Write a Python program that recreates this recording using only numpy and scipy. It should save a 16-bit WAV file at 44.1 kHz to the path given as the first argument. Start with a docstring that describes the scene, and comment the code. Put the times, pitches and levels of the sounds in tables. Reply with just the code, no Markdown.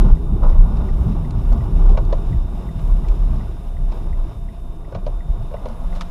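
"""Low booms of a car's body shell come first, over tyre roar, as it rolls slowly down a rough lane at night.
The microphone sits in the cabin behind the windscreen: close by, an indicator ticks, plastic snaps and a
loose fitting knocks; tyre noise comes up through the floor, and an engine tone rises at the end.
Booms and tones are wandering sines, road noise is shaped noise, and knocks are pushes ringing decaying modes.
The recorder's own electronics hiss and whine, and its input flattens the loudest booms."""
import sys
import numpy as np
from scipy import signal
from scipy.fft import rfft, irfft
from scipy.io import wavfile
from scipy.ndimage import uniform_filter1d

SR = 44100
rng = np.random.default_rng(int(sys.argv[2]) if len(sys.argv) > 2 else 0)


def to_wav(s):
    """Save 16-bit WAV."""
    ch = np.atleast_2d(s).T  # columns
    pcm = np.round(np.clip(ch, -1, 1) * 32767)  # PCM
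    wavfile.write(sys.argv[1], SR, pcm.astype(np.int16))


N = 269010
T = np.arange(N) / SR  # seconds

# Recorder hiss spectrum: pitch_hz, relative_level_db (per Hz)
CIRCUIT_SPECTRUM = [(6000, -4), (7000, -6.5), (8500, -3), (11000, -3), (14000, -6), (14900, -16)]
# Recorder whistles: pitch_hz, level_db (rms, at mean hiss level)
WHINE_TONES = [(3628, -66.5), (5443, -83.5), (7203, -90), (7257, -88), (7364, -83), (9071, -81),
               (9125, -83.5), (9916, -72), (10939, -86), (12753, -89)]
# Mean hiss level in dB, and its change in dB per dB of trim buzz
HISS_DB, HISS_FOLLOWS = -66, 0.6
# Input stage: full-scale ceiling of the soft limit, and upper band edge in Hz
CLIP, TOP_HZ = 0.99, 14950

# Indicator ticks: start_s, peak_db
TICKS = [(0.169, -49), (0.5287, -45), (0.8884, -42), (1.2476, -44.5), (1.6077, -44), (1.9674, -46),
         (2.328, -42), (2.6878, -44), (3.047, -46), (3.4072, -44.5), (3.7673, -45.5), (4.128, -43.5),
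         (4.4862, -45.5), (4.8469, -50), (5.2059, -44), (5.5662, -45), (5.9259, -42)]
# Tick pitch, burst length, tail level against the tick, tail decay by 60 dB
TICK_HZ, TICK_BURST_S, TICK_TAIL_DB, TICK_T60_S = 1973, 0.0046, -10, 0.068
# Engine order: mean pitch, mean rms level, onset, linear rise time
ENGINE_HZ, ENGINE_DB, ENGINE_ON_S, ENGINE_RISE_S = 178.5, -37.5, 5.84, 0.041

# Steady road noise: time_s, panel_drumming_db, low_tyre_roar_db, high_tyre_roar_db, trim_buzz_db
ROAD_LEVELS = [(0.0, -24, -32.5, -36, -51.5), (0.12, -33.5, -36.5, -45.5, -59.5),
               (0.59, -30, -40, -38.5, -58), (0.93, -30, -38.5, -40.5, -55.5), (1.34, -32.5, -39, -42, -57),
               (1.54, -33, -38.5, -40.5, -55), (2.11, -32.5, -37, -42.5, -58),
               (2.31, -34.5, -41.5, -42.5, -55.5), (2.48, -35, -45, -45, -58.5),
               (2.78, -33.5, -42, -42, -55), (3.36, -37.5, -44, -43, -57.5),
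               (3.6, -38.5, -47, -48.5, -59.5), (4.08, -37, -43, -45, -57.5),
               (4.62, -42, -52, -50.5, -62.5), (4.86, -43.5, -47, -51, -64.5),
               (5.11, -42.5, -46.5, -47, -61), (5.4, -41.5, -48, -46.5, -60.5),
               (5.69, -41, -50, -43, -58.5), (6.1, -41, -52, -45, -55.5)]
# Jolts from the lane: peak_s, suspension_shudder_db, floor_db, door_panels_db, swell_and_fall_t60_s
LANE_JOLTS = [(0.064, -21, -20.5, -22, 0.42), (0.126, -9.5, -38.8, -50.0, 0.089),
              (0.335, -17, -23.5, -23.5, 0.21), (0.449, -23, -29, -24, 0.18), (0.538, -17, -47, -47, 0.21),
              (0.734, -23, -37, -30, 0.68), (0.843, -23, -50.0, -50.0, 0.2),
              (1.006, -13.5, -38, -50.0, 0.22), (1.09, -27, -23, -22, 0.34), (1.386, -19.5, -22, -31, 0.3),
              (1.551, -13.5, -48, -24, 0.12), (1.645, -21, -26.5, -30, 0.97),
              (1.767, -18, -50.0, -32, 0.19), (1.886, -24, -33, -33, 0.41), (2.018, -20, -26.5, -34, 0.75),
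              (2.332, -22.5, -16.5, -25, 0.15), (2.366, -11.5, -22, -47, 0.091),
              (2.621, -27, -48, -35, 0.22), (2.843, -46, -29, -50.0, 0.092),
              (2.92, -21, -50.0, -34.5, 0.53), (3.34, -23.5, -27.5, -30, 0.7), (4.13, -16, -52, -52, 0.097),
              (4.964, -50.0, -27, -35, 0.095), (5.154, -25, -42, -54, 0.32), (5.303, -20, -41, -35, 0.15),
              (5.411, -34, -26.5, -35, 0.21)]
# Steady part of each body layer, dB above the panel drumming
SWAY_DB, SHUDDER_DB, DOORS_DB = 6.5, 6.5, -0.5
# Spectra of suspension, floor, door panels, low tyre roar through the seats, high tyre roar, loose trim,
# and a narrow drone in the tyre roar: pitch_hz, relative_level_db (per Hz)
SHUDDER_SPECTRUM = [(38, -51), (46, -20), (50, 0.5), (60, -1), (68, -4), (78, -8.5), (92, -20), (105, -52)]
FLOOR_SPECTRUM = [(72, -31), (85, -11.5), (95, 1.5), (104, -3), (122, -1.5), (138, -3), (155, -36)]
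DOORS_SPECTRUM = [(125, -30), (143, -8.5), (160, 1), (174, -9.5), (205, -8), (245, -14.5), (275, -17.5),
                  (320, -36.5)]
SEATS_SPECTRUM = [(220, -39), (265, -9), (300, -1), (350, -1.5), (400, -2), (450, -9), (520, -28)]
TYRES_SPECTRUM = [(400, -21), (470, -5.5), (560, -4), (650, -4.5), (684, -3), (720, -8.5), (780, -5.5),
                  (960, -6), (1200, -9), (1360, -18), (1460, -13), (1600, -42), (1900, -37), (2300, -41)]
TRIM_SPECTRUM = [(940, -45), (1600, 2), (1790, -4.5), (1940, -4), (2290, -4), (2910, -2.5), (3250, -8),
                 (3440, -5.5), (3510, -5.5), (3750, -2), (3990, -9), (4490, -14.5), (5240, -7), (6300, -19),
                 (7000, -15), (9100, -46), (15400, -120)]
DRONE_SPECTRUM = [(630, -22), (660, -0.5), (684, -1), (705, 0), (735, -37)]
# Drone in the tyre roar: time_s, level_db
DRONE_LEVELS = [(0, -57), (1.0, -54), (2.0, -51), (3.0, -53), (4.0, -51), (4.7, -54.5), (5.3, -51),
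                (5.75, -55), (5.9, -48.5), (6.1, -46)]

# Wheels hitting bumps: start_s, roar_db, trim_db, rise_s
BUMPS = [(.035, -29, -48, 0.015), (.08, -35.5, -53, 0.012), (.418, -29, -50, .016),
         (0.431, -29.5, -60, 0.006), (.488, -38, -54, .01), (1.516, -32, -61, 0.0024),
         (1.792, -36.5, -55, .002), (1.855, -37, -52, .006), (1.888, -36, -51, 0.012),
         (3.226, -50, -71, 0.0025), (3.915, -36.5, -49.5, 0.0062), (5.44, -49, -62, 0.022),
         (5.495, -47, -60, 0.024), (5.56, -43, -67, 0.018), (5.62, -48, -65, .01), (5.69, -36.5, -54, 0.01),
         (5.945, -36, -46, 0.024)]
BUMP_T60_S = 0.23
# Short low thumps of one panel: middle_s, pitch_hz, peak_db, length_s (at half height)
THUMPS = [(.06, 191.4, -24, .07), (.05, 483, -29.5, 0.017), (0.436, 594, -27, 0.01397),
          (0.453, 122, -21.5, 0.052), (0.751, 220.3, -28.5, 0.074), (1.074, 109.5, -22.5, 0.064),
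          (1.091, 202.3, -25, .07), (1.223, 91, -24.5, .05), (1.361, 94.7, -23.5, .08),
          (1.61, 121.7, -24.5, 0.044), (1.902, 780, -32, .016), (1.18, 163, -25.5, 0.13),
          (1.278, 242.7, -32.5, .07), (1.55, 229, -28, 0.068), (1.78, 159.5, -24, 0.071),
          (1.91, 161.9, -25.5, 0.061), (2.339, 130, -23, 0.074), (3.04, 122.6, -33.5, .07),
          (3.42, 128, -32, 0.061), (4.96, 109, -33.5, 0.049), (5.0, 185.9, -33, 0.037),
          (5.08, 120, -34, 0.0515), (5.081, 253.6, -40.5, 0.052), (5.28, 149.6, -30.5, .07),
          (5.4, 119.7, -31, 0.061), (5.571, 185, -37, 0.067), (5.663, 266, -42, .05),
          (5.696, 68.5, -26.5, .04), (5.7, 224.8, -36.5, 0.082), (5.824, 239.5, -39, .08),
          (5.979, 265.4, -44.5, 0.064), (5.77, 159.8, -37.5, .05)]
THUMP_SAG = 0.039  # share by which the pitch falls during a thump

# Dry plastic snaps in the dashboard: start_s, crack_db, centre_hz, body_db (near 1 kHz)
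SNAPS = [(0.4994, -46, 4480, -50), (0.77, -47, 3660, -48), (1.307, -40, 4040, -48),
         (1.5264, -40, 3740, -45), (2.0504, -45, 3800, -48), (2.794, -42, 2800, -44),
         (3.0847, -38.5, 4170, -50), (3.922, -47, 4200, -51), (5.686, -44, 3930, -42),
         (5.7289, -52, 3600, -50), (5.952, -45, 4540, -42), (5.9599, -40, 3580, -38),
         (5.968, -47, 4200, -39), (5.98, -47, 3000, -46), (5.995, -52, 2620, -40),
         (6.0091, -28, 3700, -21.5), (6.015, -29.5, 2880, -35), (6.021, -36, 3220, -34),
         (6.03, -51, 3040, -34)]
SNAP_T60_S = 0.026
PING_DB, PING_T60_S = -4, 0.018  # pitched ring of a snap, dB above its crack

# Knocks of the loose fitting: start_s, thud_db, clack_db, rattle_db, thud_pitch_hz,
# rebound_db (against the thud), clip_ring_db, rebound_after_s, pitch_rise_share
KNOCKS = [(1.946, -28, -41, -59, 570, -1, -55, 0.0083, 0.02),
          (1.975, -17, -19, -40.5, 588, -5.5, -25.5, 0.0098, 0.02),
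          (1.994, -26, -34, -64, 564, -6, -53, .008, 0.02),
          (2.127, -12, -26, -36, 567, -7.5, -46, .0095, 0.45),
          (4.877, -36, -52, -68, 593, -7, -59, .009, 0.02),
          (4.923, -26, -34, -54, 526, -8, -55, 0.0076, 0.02),
          (4.95, -18.5, -24.5, -42, 600, -14, -32, 0.0097, .05),
          (4.97, -29, -41, -65, 590, -5, -55, .009, 0.02),
          (5.066, -16.5, -31, -40.5, 568, -4, -46, .0105, 0.23),
          (5.514, -29.5, -35, -59, 550, 0, -58, 0.014, 0.02),
          (5.541, -18, -28, -61, 597, -11, -36, 0.009, 0.046),
          (5.657, -19, -29, -43, 548, -2.5, -55, .0085, .4)]
# Modes of the fitting: multiple_of_thud_pitch, level_db, t60_s
FITTING_MODES = [(.9, -3, .012), (1.06, 0, .017), (1.72, -3, .03), (4.05, -8, .03)]
# Modes of a small clip on the fitting: pitch_hz, level_db, t60_s
CLIP_MODES = [(1480, -3, 0.07), (1680, -7, 0.038), (2320, 5, 0.029), (2780, 1.5, 0.037), (3840, -5, 0.029),
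              (5270, -4, 0.033)]
# Modes of the panel behind the fitting: pitch_hz, level_db, t60_s
PANEL_MODES = [(560, -15, 0.079), (690, 8, 0.051), (952, 6, 0.062), (1088, 0, 0.076), (1180, -10, 0.086),
               (1454, -7, 0.082)]
PANEL_DB = -4  # above the clack
# Rattle spectrum: pitch_hz, relative_level_db (per Hz)
RATTLE_SPECTRUM = [(1200, -15), (1600, 2), (2300, -4), (2800, 0), (3300, -1), (3900, 0.5), (5200, -9.5),
                   (6800, -9.5), (8000, -38)]
# Clack noise band: low_hz, high_hz
CLACK_BAND = (684, 1160)
# Clack at the rebound, dB against the first clack; decay of the rattle
CLACK_BACK_DB, RATTLE_T60_S = -9.5, 0.044
# Panel wash level at a 0 dB thud, and its change in dB per dB of thud
WASH_DB, WASH_FOLLOWS = -32, 0.31
# Noise in the push of a thud; pitch of a rebound over that of the blow
THUD_ROUGH_DB, REBOUND_LIFT = -7, 1.046

# Body shell boom before its wander: time_s, pitch_hz
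BOOM_PITCH = [(0.0, 30.35), (1.02, 30.89), (1.1, 35.3), (1.6, 36.05), (1.73, 32.88), (2.33, 32.89),
              (2.43, 30.65), (2.65, 32.59), (3.3, 34.3), (3.65, 30.05), (3.82, 31.73), (4.15, 31.23),
              (4.27, 28.04), (4.98, 26.15), (5.12, 31.7), (5.3, 31.6), (5.42, 25.96), (6.1, 21.8)]
# Heaves of the body: peak_s, boom_db, swell_t60_s, fall_t60_s
BODY_HEAVES = [(0.04, -15, 0.29, 0.3), (0.133, -3.5, 0.49, 0.076), (0.241, -9, 0.058, 0.3),
               (0.482, -1.5, 0.21, 0.26), (0.596, -2.5, 0.16, 0.36), (0.725, -14, 0.29, 0.43),
               (0.942, -16.5, 0.76, 0.14), (1.102, -11.5, 0.11, 0.42), (1.429, -17.5, 0.68, 0.22),
               (1.536, -5, 0.32, 0.19), (1.755, -11, 0.43, 2.0), (1.9, -3.5, 0.28, 0.53),
               (2.17, -19, 1, 0.5), (2.379, -15.5, 1.2, 0.35), (2.557, -20, 0.17, 0.13),
               (2.696, -19.5, 0.42, 1.9), (2.938, -4.5, 0.37, 0.21), (3.103, -9.5, 0.17, 0.22),
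               (3.221, -11.5, 0.13, 0.67), (3.57, -30, 0.48, 0.43), (3.92, -17.5, 2.1, 0.42),
               (4.108, -17, 0.47, 0.36), (4.187, -15.5, 0.11, 0.44), (4.407, -19, 0.091, 0.29),
               (4.68, -23, 0.64, 0.96), (5.09, -18, 0.62, 0.66), (5.31, -18, 0.24, 0.48),
               (5.42, -19.5, 0.096, 0.43), (5.715, -19.5, 0.75, 0.14), (5.848, -19, 0.55, 1.6)]
# Loose sway of the body: pitch_hz, relative_level_db (per Hz)
SWAY_SPECTRUM = [(12, -20), (18, -14), (26, -4), (40, 0), (50, -16)]


def undb(db):
    """Turn decibels into an amplitude factor."""
    return 10 ** (np.asarray(db) / 20)


def columns(table):
    """Curve columns joined by straight lines in time."""
    time_s, *rest = np.transpose(table)
    return [np.interp(T, time_s, column) for column in rest]


def walk(rate):
    """Random levels held 1 / rate s and smoothed twice; spread near 1."""
    hold = int(SR / rate)
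    steps = np.repeat(rng.standard_normal(N // hold + 1), hold)
    smooth = uniform_filter1d(uniform_filter1d(steps, hold), hold)
    return 1.23 * smooth[:N]


def coloured(spectrum, grit_db=0., grit_rate=100.):
    """Noise of rms 1 with the given spectrum; grit makes the excitation uneven."""
    hz, db = np.transpose(spectrum)
    f = np.maximum(np.fft.rfftfreq(N, 1 / SR), 1)
    gain = undb(np.interp(np.log(f), np.log(hz), db, -120, -120))
    excitation = rng.standard_normal(N) * undb(grit_db * walk(grit_rate))
    noise = irfft(rfft(excitation) * gain, N)
    return noise / np.std(noise)


def steadied(noise, span_s, share):
    """Take out a share of the slow swell of a narrow noise; rms 1."""
    swell = np.sqrt(uniform_filter1d(noise ** 2, int(span_s * SR)) + 1e-4)
    even = noise / swell ** np.clip(share, 0, 1)
    return even / np.std(even)


def fade(rise_s, t60):
    """A fast linear rise and an exponential fall, 0.2 s long."""
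    t = T[:int(SR / 5)]
    return np.minimum(t / max(rise_s, 1e-4), 1) * 1000. ** (-t / max(t60, .004))


def band_pass(noise, band_hz):
    """Keep the part of a noise between two frequencies."""
    return signal.sosfilt(signal.butter(2, band_hz, "band", fs=SR, output="sos"), noise)


def burst(grit, band_hz, rise_s, t60):
    """Noise in a band, scaled to rms 1, that rises fast and dies away."""
    noise = band_pass(grit, band_hz)
    return noise / np.std(noise) * fade(rise_s, t60)[:len(grit)]


def ring(push, modes):
    """A push rings decaying modes (pitch_hz, level_db, t60_s); 80 ms long, peak 1."""
    t = np.arange(int(.08 * SR)) / SR
    body = sum(undb(db) * np.sin(2 * np.pi * hz * t) * 1000. ** (-t / t60) for hz, db, t60 in modes)
    rung = signal.fftconvolve(body, push)[:len(t)]
    return rung / np.abs(rung).max()


def surge(peak_s, db, swell_t60, fall_t60):
    """Power that swells to a peak and dies away."""
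    distance = np.maximum((peak_s - T) / swell_t60, (T - peak_s) / fall_t60)
    return undb(2 * db) * np.exp(-2 * np.log(1000) * distance)


def shaken(steady_db, column):
    """Level of one body layer: power of the steady lane plus that of the jolts."""
    jolts = sum(surge(row[0], row[column], row[-1], row[-1]) for row in LANE_JOLTS)
    return np.sqrt(undb(2 * steady_db) + jolts)


def add(out, start_s, sound):
    """Mix a sound into out at its start time, cut at the end."""
    i = int(start_s * SR)
    out[i:i + len(sound)] += sound[:N - i]


def electronics():
    """Circuit hiss and thin whistles that rise and fall together with the trim buzz of the road."""
    buzz_db = columns(ROAD_LEVELS)[-1]
    lift_db = HISS_FOLLOWS * (buzz_db - buzz_db.mean())
    whine = sum(undb(db + 2.0 * walk(9)) * np.sin(2 * np.pi * (hz * T + rng.random()))
                for hz, db in WHINE_TONES)
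    hiss = coloured(CIRCUIT_SPECTRUM, grit_db=1.2, grit_rate=30.)
    return undb(lift_db) * (undb(HISS_DB) * hiss + np.sqrt(2) * whine)


def indicator():
    """Short tone bursts from behind the dash; the cabin returns a ragged, decaying tail."""
    pulses = np.zeros(N)
    for start_s, peak_db in TICKS:
        pulses[int(start_s * SR)] = undb(peak_db)
    t = T[:int(TICK_BURST_S * SR)]
    tick = np.sin(2 * np.pi * TICK_HZ * t) * np.hanning(len(t)) ** 0.19
    direct = signal.fftconvolve(pulses, tick)[:N]
    # the tail is narrow noise, so it differs a little from tick to tick
    tail_shape = np.r_[np.zeros(len(t)), 1000. ** (-T[:4000] / TICK_T60_S)]
    decay = signal.fftconvolve(pulses, tail_shape)[:N]
    tail = band_pass(rng.standard_normal(N), [TICK_HZ - 45, TICK_HZ + 45])
    return direct + undb(TICK_TAIL_DB) * decay * steadied(tail, .006, 0.94)


def engine():
    """One engine order, a slightly unsteady sine, comes up as the driver pulls away."""
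    rise = np.clip((T - ENGINE_ON_S) / ENGINE_RISE_S, 0, 1)
    phase = 2 * np.pi * np.cumsum(ENGINE_HZ * (1 + 0.0049 * walk(14))) / SR
    return np.sqrt(2) * rise * undb(ENGINE_DB + 0.89 * walk(18)) * np.sin(phase)


def road():
    """Road roughness comes through suspension, panels, tyres and loose trim as shaped noise."""
    panel_db, low_db, high_db, buzz_db = columns(ROAD_LEVELS)
    waver = walk(12)  # a shared random waver of roar and buzz
    shudder_noise = steadied(coloured(SHUDDER_SPECTRUM), 0.048, 0.36)
    shudder = shaken(panel_db + SHUDDER_DB, column=1) * shudder_noise
    floor_noise = steadied(coloured(FLOOR_SPECTRUM, grit_db=2., grit_rate=25.), 0.15, 0.2)
    floor = shaken(panel_db, column=2) * floor_noise
    doors_noise = steadied(coloured(DOORS_SPECTRUM, grit_db=2., grit_rate=30.), 0.061, 0.21)
    doors = shaken(panel_db + DOORS_DB, column=3) * doors_noise
    low = undb(low_db + 1.83 * waver) * coloured(SEATS_SPECTRUM, grit_db=1.5, grit_rate=40.)
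    high = undb(high_db + 1.16 * waver) * coloured(TYRES_SPECTRUM, grit_db=1.5, grit_rate=60.)
    buzz = undb(buzz_db + 1.26 * waver) * coloured(TRIM_SPECTRUM, grit_db=1.0, grit_rate=140.)
    drone = undb(columns(DRONE_LEVELS)[0]) * steadied(coloured(DRONE_SPECTRUM), .04, 0.44)
    return drone + shudder + floor + doors + low + high + buzz


def bumps():
    """A bump drives the tyre roar and the trim harder for a moment."""
    roar, trim = np.zeros(N), np.zeros(N)
    for start_s, roar_db, trim_db, rise_s in BUMPS:
        add(roar, start_s, undb(roar_db) * fade(rise_s, BUMP_T60_S))
        add(trim, start_s, undb(trim_db) * fade(rise_s, BUMP_T60_S))
    tyre_noise = steadied(coloured(TYRES_SPECTRUM, grit_db=1.5, grit_rate=290.), 0.02, 0.73)
    trim_noise = coloured(TRIM_SPECTRUM, grit_db=2.0, grit_rate=240.)
    return roar * tyre_noise + trim * trim_noise


def thumps():
    """One panel rings for a moment: each sine swells and dies, sagging in pitch."""
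    out, start_turns = np.zeros(N), rng.random(len(THUMPS))
    for (middle_s, hz, db, length_s), turn in zip(THUMPS, start_turns):
        t = T[:int(2 * length_s * SR)]
        sag = THUMP_SAG * (t - length_s) ** 2 / (4 * length_s)
        tone = np.sin(2 * np.pi * (hz * (t - sag) + turn))
        add(out, max(middle_s - length_s, 0), undb(db) * np.hanning(len(t)) * tone)
    return out


def snaps():
    """Short bright cracks: a noise burst, a ping at and under its centre, and a little body below."""
    out, chance = np.zeros(N), rng.standard_normal((len(SNAPS), 4000))
    for (start_s, crack_db, hz, body_db), grit in zip(SNAPS, chance):
        crack = burst(grit, (hz * 0.48, hz * 1.44), 0.0024, SNAP_T60_S)
        ping = ring(grit[-40:], [(hz, 0, PING_T60_S), (hz * .6, -2, PING_T60_S)])
        body = burst(grit, (900, 1250), 0.0026, 0.022)
        add(out, start_s - .001, undb(crack_db) * crack)
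        add(out, start_s, undb(crack_db + PING_DB) * ping)
        add(out, start_s, undb(body_db) * body)
    return out


def thud(hz, glide, grit):
    """A few cycles of push, rising in pitch by the glide share and roughened, ring the fitting."""
    t = T[:340]
    tone = np.sin(2 * np.pi * hz * (t + glide * t * (t / t[-1] - 1) / 2))
    rough = undb(THUD_ROUGH_DB) * burst(grit, (380, 1100), .001, 0.88)[:340]
    modes = [(hz * multiple, db, t60) for multiple, db, t60 in FITTING_MODES]
    return ring((tone + rough) * np.hanning(340), modes)


def knocks():
    """Each blow is damped at once and rebounds twice, with clack, rattle and a ragged wash."""
    out, rattle = np.zeros(N), np.zeros(N)
    chance = rng.standard_normal((len(KNOCKS), 2, int(.15 * SR)))
    for knock, (grit, shake) in zip(KNOCKS, chance):
        start_s, thud_db, clack_db, rattle_db, hz, back_db, ring_db, back_s, glide = knock
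        blow_s = start_s - .0015
        # the blow: clack, thud, panel and clip
        add(out, blow_s, undb(clack_db) * burst(grit, CLACK_BAND, 0.0023, 0.012))
        add(out, blow_s, undb(thud_db) * thud(hz, glide, shake[1000:2000]))
        panel = ring(shake[:400] * np.hanning(400), PANEL_MODES)
        add(out, start_s, undb(clack_db + PANEL_DB) * panel)
        add(out, blow_s, undb(ring_db) * ring(np.hanning(7), CLIP_MODES))
        # two rebounds, then the clack and clip of the first
        first_back = thud(hz * REBOUND_LIFT, 0, shake[2000:3000])
        add(out, blow_s + back_s, undb(thud_db + back_db) * first_back)
        second_back = thud(hz * REBOUND_LIFT, 0, shake[3000:4000])
        add(out, blow_s + 2.4 * back_s, undb(thud_db + 2 * back_db - 5.5) * second_back)
        clack_back = burst(grit[::-1], CLACK_BAND, 0.002, 0.028)
        add(out, blow_s + back_s, undb(clack_db + CLACK_BACK_DB) * clack_back)
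        add(out, start_s + back_s, undb(ring_db - 20) * ring(grit[-24:], CLIP_MODES))
        # the panel behind keeps shaking
        wash = burst(shake, (430, 900), 0.017, 0.13)
        add(out, start_s, undb(WASH_DB + WASH_FOLLOWS * thud_db) * wash)
        add(rattle, blow_s, undb(rattle_db) * fade(0.00084, RATTLE_T60_S))
        add(rattle, blow_s + back_s, undb(rattle_db - 20) * fade(0.003, RATTLE_T60_S))
    rattle_noise = steadied(coloured(RATTLE_SPECTRUM, grit_db=3., grit_rate=290.), .006, .6)
    return out + rattle * rattle_noise


def boom():
    """The shell's lowest mode, its pitch drifting and wavering, over a looser sway of the body."""
    hz, = columns(BOOM_PITCH)
    heave = np.sqrt(sum(surge(*row) for row in BODY_HEAVES))
    calm = undb(columns(ROAD_LEVELS)[0] + SWAY_DB)
    wandering_hz = hz * (1 + 0.0641 * walk(12))
    phase = 2 * np.pi * np.cumsum(wandering_hz) / SR + 2 * np.pi * rng.random()
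    sway = (undb(-10.5) * heave + calm) * coloured(SWAY_SPECTRUM)
    return np.sqrt(2) * heave * np.sin(phase) + sway


def scene():
    """Everything that reaches the microphone, with the electronics' own noise, in one channel."""
    background = electronics() + indicator() + engine() + road()
    near = bumps() + thumps() + snaps() + knocks()
    return (background + near + boom())[None]


def record(dry):
    """The input stage softly flattens the biggest booms; a steep low-pass cuts the top."""
    flat = dry / (1 + np.abs(dry / CLIP) ** 8) ** (1 / 8)
    low_pass = signal.ellip(10, .2, 80, TOP_HZ, fs=SR, output="sos")
    return signal.sosfilt(low_pass, flat)


dry = scene()
out = record(dry)
to_wav(out)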